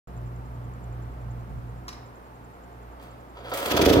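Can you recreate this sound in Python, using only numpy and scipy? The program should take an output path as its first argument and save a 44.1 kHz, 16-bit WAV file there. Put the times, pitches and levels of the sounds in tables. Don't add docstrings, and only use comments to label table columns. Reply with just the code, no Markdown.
import sys
import numpy as np
from scipy import signal
from scipy.fft import rfft, irfft, next_fast_len
from scipy.io import wavfile
from scipy.ndimage import map_coordinates

SR = 44100
rng = np.random.default_rng(int(sys.argv[2]) if len(sys.argv) > 2 else 0)


def gain_from_decibels(decibels):
    exponent = np.asarray(decibels, float) / 20
    return 10 ** exponent


def generate_wav(signal):
    frames = np.transpose(np.atleast_2d(signal))
    scaled = np.clip(frames, -1, 1) * 32767
    pcm = np.round(scaled).astype(np.int16)
    wavfile.write(sys.argv[1], SR, pcm)


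N = 176400

# (time [s], level [dB], t60 [s])
PAWL_KNOCKS = [
    (2.998, -49.5, 0.72),
    (3.37, -42.5, 0.087),
    (3.458, -43.5, .12),
    (3.517, -32.5, 0.22),
    (3.629, -27.5, 0.03),
    (3.66, -33, .08),
]
# (frequency [Hz], width [Hz], level [dB])
DECK_MODES = [(260, 70, -6), (549, 90, 0), (715, 55, -2), (965, 60, -3), (1325, 55, -2), (3290, 150, -11),
              (4750, 120, -18)]


def unit(x):
    return x / np.sqrt(np.mean(x ** 2) + 1e-20)


def along(points, hz):
    f, v = np.transpose(points)
    return np.interp(np.log(hz + 1), np.log(f + 1), v)


def clock():
    return np.arange(N) / SR


def wobble(rate):
    knots = rng.standard_normal(int(N * rate / SR) + 4)
    return map_coordinates(knots, [np.arange(N) * rate / SR])


def filtered(x, response):
    m = next_fast_len(N + SR // 2)
    return irfft(rfft(x, m) * response(np.fft.rfftfreq(m, 1 / SR)), m)[..., :N]


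def coloured(x, spectrum):
    return filtered(x, lambda hz: gain_from_decibels(along(spectrum, hz)))


def resonant(x, peaks):
    def response(f):
        total = 0
        for k, (centre, width, db) in enumerate(peaks):
            damping = 1j * f * width
            total = total + (-1) ** k * gain_from_decibels(db) * damping / (centre * centre - f * f + damping)
        return total
    return filtered(x, response)


def placed(x, lead_s, pan_db):
    side = np.array([[.5], [-.5]])
    return filtered(x * gain_from_decibels(pan_db * side), lambda hz: np.exp(2j * np.pi * hz * lead_s * side))


def dying(rows):
    t = clock()
    return sum((t >= s) * gain_from_decibels(db - 60 * np.maximum(t - s, 0) / t60) for s, db, t60 in rows)


def airy():
    common, left, right = rng.standard_normal((3, N))
    share = 0.15
    return np.sqrt(share) * common + np.sqrt(1 - share) * np.array([left, right])


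def exhaust():
    # (time [s], peak level [dB])
    firings = [
        (3.662, -27),
        (3.711, -23),
        (3.7415, -15),
        (3.7925, -13.5),
        (3.8245, -13),
        (3.8635, -9),
        (3.9005, -10.5),
        (3.9345, -11.5),
        (3.968, -8.5),
    ]
    # (frequency [Hz], width [Hz], level [dB])
    muffler = [(330, 360, 0)]
    # (delay [s], level [dB], left over right [dB])
    walls = [(.0047, -5, 4), (.0113, -1, -3), (.0165, -8, 2), (.0215, -3, 0), (.0245, -7, -2), (.03, -9, 2)]
    # (frequency [Hz], width [Hz], level [dB])
    thud = [(49, 18, -4), (117, 39, 7.5)]
    scatter_db, scatter_s, thud_top_hz = 2, .0004, 143
    blows, push = np.zeros((2, N + SR)), np.zeros(N)
    chance = rng.standard_normal((len(firings), len(walls), 2))
    for (s, db), luck in zip(firings, chance):
        blows[:, round(s * SR)] -= gain_from_decibels(db)
        push[round(s * SR)] = gain_from_decibels(db)
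        for (late, loss_db, pan_db), (u, v) in zip(walls, luck):
            echo_db = db + loss_db + scatter_db * u + np.array([.5, -.5]) * pan_db
            blows[:, round((s + late + scatter_s * v) * SR)] -= gain_from_decibels(echo_db)
    push = filtered(push, lambda hz: (1 + 1j * hz / thud_top_hz) ** -3.0)
    piped = blows[:, :N]
    for _ in range(3):
        piped = resonant(piped, muffler)
    return gain_from_decibels(39.5) * piped + gain_from_decibels(50) * resonant(push, thud)


def valve():
    # (centre time [s], half length [s], level [dB])
    puffs = [
        (3.716, 0.01, -24.5),
        (3.774, 0.0069, -22),
        (3.821, 0.0075, -21),
        (3.86, .009, -23),
        (3.898, 0.012, -26),
        (3.935, 0.0088, -24),
        (3.966, 0.022, -39.5),
        (4.003, 0.0055, -23.5),
    ]
    # (frequency [Hz], level [dB])
    hiss = [(880, -31), (1500, -7), (2920, -3), (3390, -5.5), (6410, -10), (7000, -16.5), (11400, -20.5),
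            (13400, -13), (15700, -16.5)]
    t = clock()
    swell = 0
    for s, half_s, db in puffs:
        steepness = np.where(t < s, 1.8, 3.5)
        swell = swell + gain_from_decibels(db) * np.exp(-np.abs((t - s) / half_s) ** steepness)
    gas = airy()
    cover = gain_from_decibels(-9.5) * unit(resonant(gas[:, ::-1], [(3390, 220, 0)]))
    return swell * gain_from_decibels(1.4 * wobble(500)) * (unit(coloured(gas, hiss)) + cover)


def starter():
    # (time [s], level [dB])
    pull = [
        (3.3, -54.5),
        (3.388, -36.5),
        (3.398, -44),
        (3.474, -39.5),
        (3.506, -45.5),
        (3.522, -33),
        (3.53, -36.5),
        (3.85, -30),
        (4.0, -32),
    ]
    # (frequency [Hz], level [dB])
    rattle = [(88, -38), (150, -28), (551, -8), (832, -17), (1320, -17.5), (1440, -15.5), (3330, -24),
              (9000, -45), (11700, -74), (19800, -120)]
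    ticks_hz, spread_db = 902, 3.5
    s, effort_db = np.transpose(pull)
    ticks = (rng.random(N) < ticks_hz / SR) * rng.standard_normal(N) * gain_from_decibels(spread_db * wobble(60))
    drive = unit(ticks) + 0.88 * rng.standard_normal(N)
    force = gain_from_decibels(np.interp(clock(), s, effort_db)) * np.clip((clock() - s[0]) / 0.4, 0, 1)
    force = force + gain_from_decibels(-4) * dying(PAWL_KNOCKS)
    strikes = unit(ticks) * np.sign(wobble(400)) + 0.74 * drive[::-1]
    return force * (unit(coloured(drive, rattle)) + gain_from_decibels(3) * unit(resonant(strikes, DECK_MODES)))


def knocks():
    taps = np.zeros(N)
    for s, db, _ in PAWL_KNOCKS[1:]:
        taps[round(s * SR)] = gain_from_decibels(db + 26)
    return resonant(taps, DECK_MODES)


def clutch():
    # (time [s], level [dB], t60 [s])
    scrapes = [
        (3.014, -61, .1),
        (3.026, -54, 0.24),
        (3.44, -60, 2),
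        (3.494, -47, 0.19),
        (3.536, -36.5, 0.08),
        (3.574, -36.5, 0.19),
        (3.658, -32, 0.12),
        (3.537, -40.5, 5),
    ]
    # (frequency [Hz], level [dB])
    grit = [(1180, -10), (2000, -1.5), (5520, -9.5), (6130, -7), (6790, -10.5), (8800, -7), (11300, -14.5),
            (13400, -6), (15700, -7.5)]
    return dying(scrapes) * gain_from_decibels(1.8 * wobble(250)) * unit(coloured(airy(), grit))


def lever():
    # (time [s], level [dB], t60 [s])
    clicks = [
        (1.881, -33.5, 0.072),
        (1.889, -32.5, 0.02),
        (1.928, -43.5, 0.11),
        (2.499, -64, 0.044),
    ]
    # (frequency [Hz], level [dB])
    click_colour = [(350, -66), (600, -18), (1040, 3), (2510, -8), (3840, -12), (4460, -25.5), (5630, -6.5),
                    (8250, -17), (15700, -22.5)]
    # (frequency [Hz], width [Hz], level [dB])
    lever_modes = [(1100, 150, 5), (2750, 250, -6), (3900, 400, -4), (5400, 500, 0)]
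    noise = rng.standard_normal(N) * gain_from_decibels(1.2 * wobble(300))
    body = unit(coloured(noise, click_colour)) + gain_from_decibels(1) * unit(resonant(noise[::-1], lever_modes))
    return gain_from_decibels(-4) * dying(clicks) * body


def court(x):
    # (frequency [Hz], t60 [s])
    decay = [(150, 1), (1000, 0.92), (5000, 0.48), (14000, 0.14)]
    mono_hz = 324
    hz, t, z = signal.stft(rng.standard_normal((2, SR // 2)), SR, nperseg=256)
    alike = 1 / (1 + (hz[:, None] / mono_hz) ** 2)
    z[1] = alike * z[0] + np.sqrt(1 - alike ** 2) * z[1]
    fading = gain_from_decibels(-60 * t / along(decay, hz)[:, None])
    tail = signal.istft(z * fading, SR, nperseg=256)[1]
    late = np.pad(x, (300, 0))[None]
    return signal.fftconvolve(late, tail / np.linalg.norm(tail[0]), axes=1)[:, :N]


def hum():
    # (multiple of shaft rate, level [dB])
    orders = [(1, -40.5), (2, -45), (3, -58), (4.19, -61.5), (12, -62.5), (15, -64)]
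    shaft_hz, mains_hz, beat_null_s, sway_db = 58.6, 120.0, .092, 1.68
    t = clock() - beat_null_s
    shaft = 0
    for k, db in orders:
        level = gain_from_decibels(db + sway_db * k ** 0.14 * wobble(3 + 1.5 * k))
        shaft = shaft + level * np.sin(2 * np.pi * k * shaft_hz * t)
    mains = -gain_from_decibels(-41 + sway_db * wobble(4.8)) * np.sin(2 * np.pi * mains_hz * t)
    return placed(np.sqrt(2) * (shaft + mains), .0003, -1.5)


def yard():
    # (frequency [Hz], level [dB per Hz])
    rush_colour = [(15, -33), (25, -6.5), (124, -5.5), (211, -12), (565, -18), (874, -17.5), (980, -19),
                   (1100, -19), (6000, -54), (7800, -86), (13200, -120)]
    # (frequency [Hz], correlation)
    likeness = [(60, 1), (250, 0.51), (700, 0.98), (1500, 0.24), (3500, 0.15)]
    # (frequency [Hz], level [dB])
    gust_colour = [(20, -11), (60, -7), (140, -4.5), (220, -22), (400, -65.5)]
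    gust_s, gust_wide_s, gust_db = 1.555, 0.057, -36.5

    def mid_side(hz):
        turn = np.arccos(np.clip(along(likeness, hz), -1, 1)) / 2
        return gain_from_decibels(along(rush_colour, hz)) * [np.cos(turn), np.sin(turn)]

    mid, side = filtered(rng.standard_normal((2, N)), mid_side)
    rush = gain_from_decibels(-43 + .5 * wobble(4.7)) * unit(np.array([mid + side, mid - side]))
    air = 0.83 * rng.standard_normal(N) + rng.standard_normal((2, N))
    swell = np.exp(-((clock() - gust_s) / gust_wide_s) ** 2)
    gust = gain_from_decibels(gust_db) * swell * unit(coloured(air, gust_colour))
    return placed(rush, .00038, -1.3) + gust


def cricket():
    wing_hz, wing_wide_hz, teeth_hz = 7140, 800, 248
    chirp_hz, first_s, long_s = 10.56, .08, .011
    t = clock()
    turn = ((t - first_s) * chirp_hz + .5) % 1 - .5
    gate = np.exp(-(turn / chirp_hz / long_s) ** 2) * gain_from_decibels(1.5 * wobble(6.12))
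    teeth = np.cos(np.pi * teeth_hz * t) ** 6 * gain_from_decibels(5.6 * wobble(260))
    rough = 1 + 1.1 * rng.standard_normal(N)
    strokes = gate * teeth * rough * np.sin(2 * np.pi * wing_hz * t)
    return placed(gain_from_decibels(-76) * unit(resonant(strokes, [(wing_hz, wing_wide_hz, 0)])), .0001, 0.85)


def scene():
    # (frequency [Hz], left over right [dB])
    mower_pan = [(200, -3), (1500, -1.5), (4000, -0.5), (8000, 2.5), (13000, 6)]
    bangs = exhaust()
    deck = starter() + knocks()
    bright = lever() + clutch() + valve()
    wet = court(gain_from_decibels(-6) * bangs.mean(0) + gain_from_decibels(-6.5) * (deck + bright.mean(0)))
    heard = placed(bangs + deck, 0.00019, 0) + placed(bright, 0.000294, 0) + wet
    heard = filtered(heard, lambda hz: gain_from_decibels(along(mower_pan, hz) * [[.5], [-.5]]))
    return heard + hum() + yard() + cricket()


def low_pass(x):
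    return signal.sosfilt(signal.butter(12, 15810, fs=SR, output="sos"), x)


def record(dry):
    # (frequency [Hz], level [dB])
    self_noise = [(1500, -16), (4000, 5.5), (9000, 3), (12000, 3), (14000, 7), (15800, -1)]
    # (frequency [Hz], level [dB])
    wind_cut = [(60, -10), (130, -13.5), (250, -2.5), (500, -0.5)]
    cut_s, cut_takes_s, start_s = 1.5, 0.59, .0724
    low_hz, top_hz = 39, 15850
    share = np.clip((clock() - cut_s) / cut_takes_s, 0, 1) ** 1.1
    dry = dry + gain_from_decibels(-67.5) * unit(coloured(rng.standard_normal(dry.shape), self_noise))
    x = (1 - share) * dry + share * coloured(dry, wind_cut)
    x = filtered(x, lambda hz: (hz < top_hz) / np.sqrt(1 + (low_hz / (hz + 1)) ** 6))
    x = x * np.clip((clock() - start_s) / 0.0008, 0, 1)
    return low_pass(x)


dry = scene()
out = record(dry)
generate_wav(out)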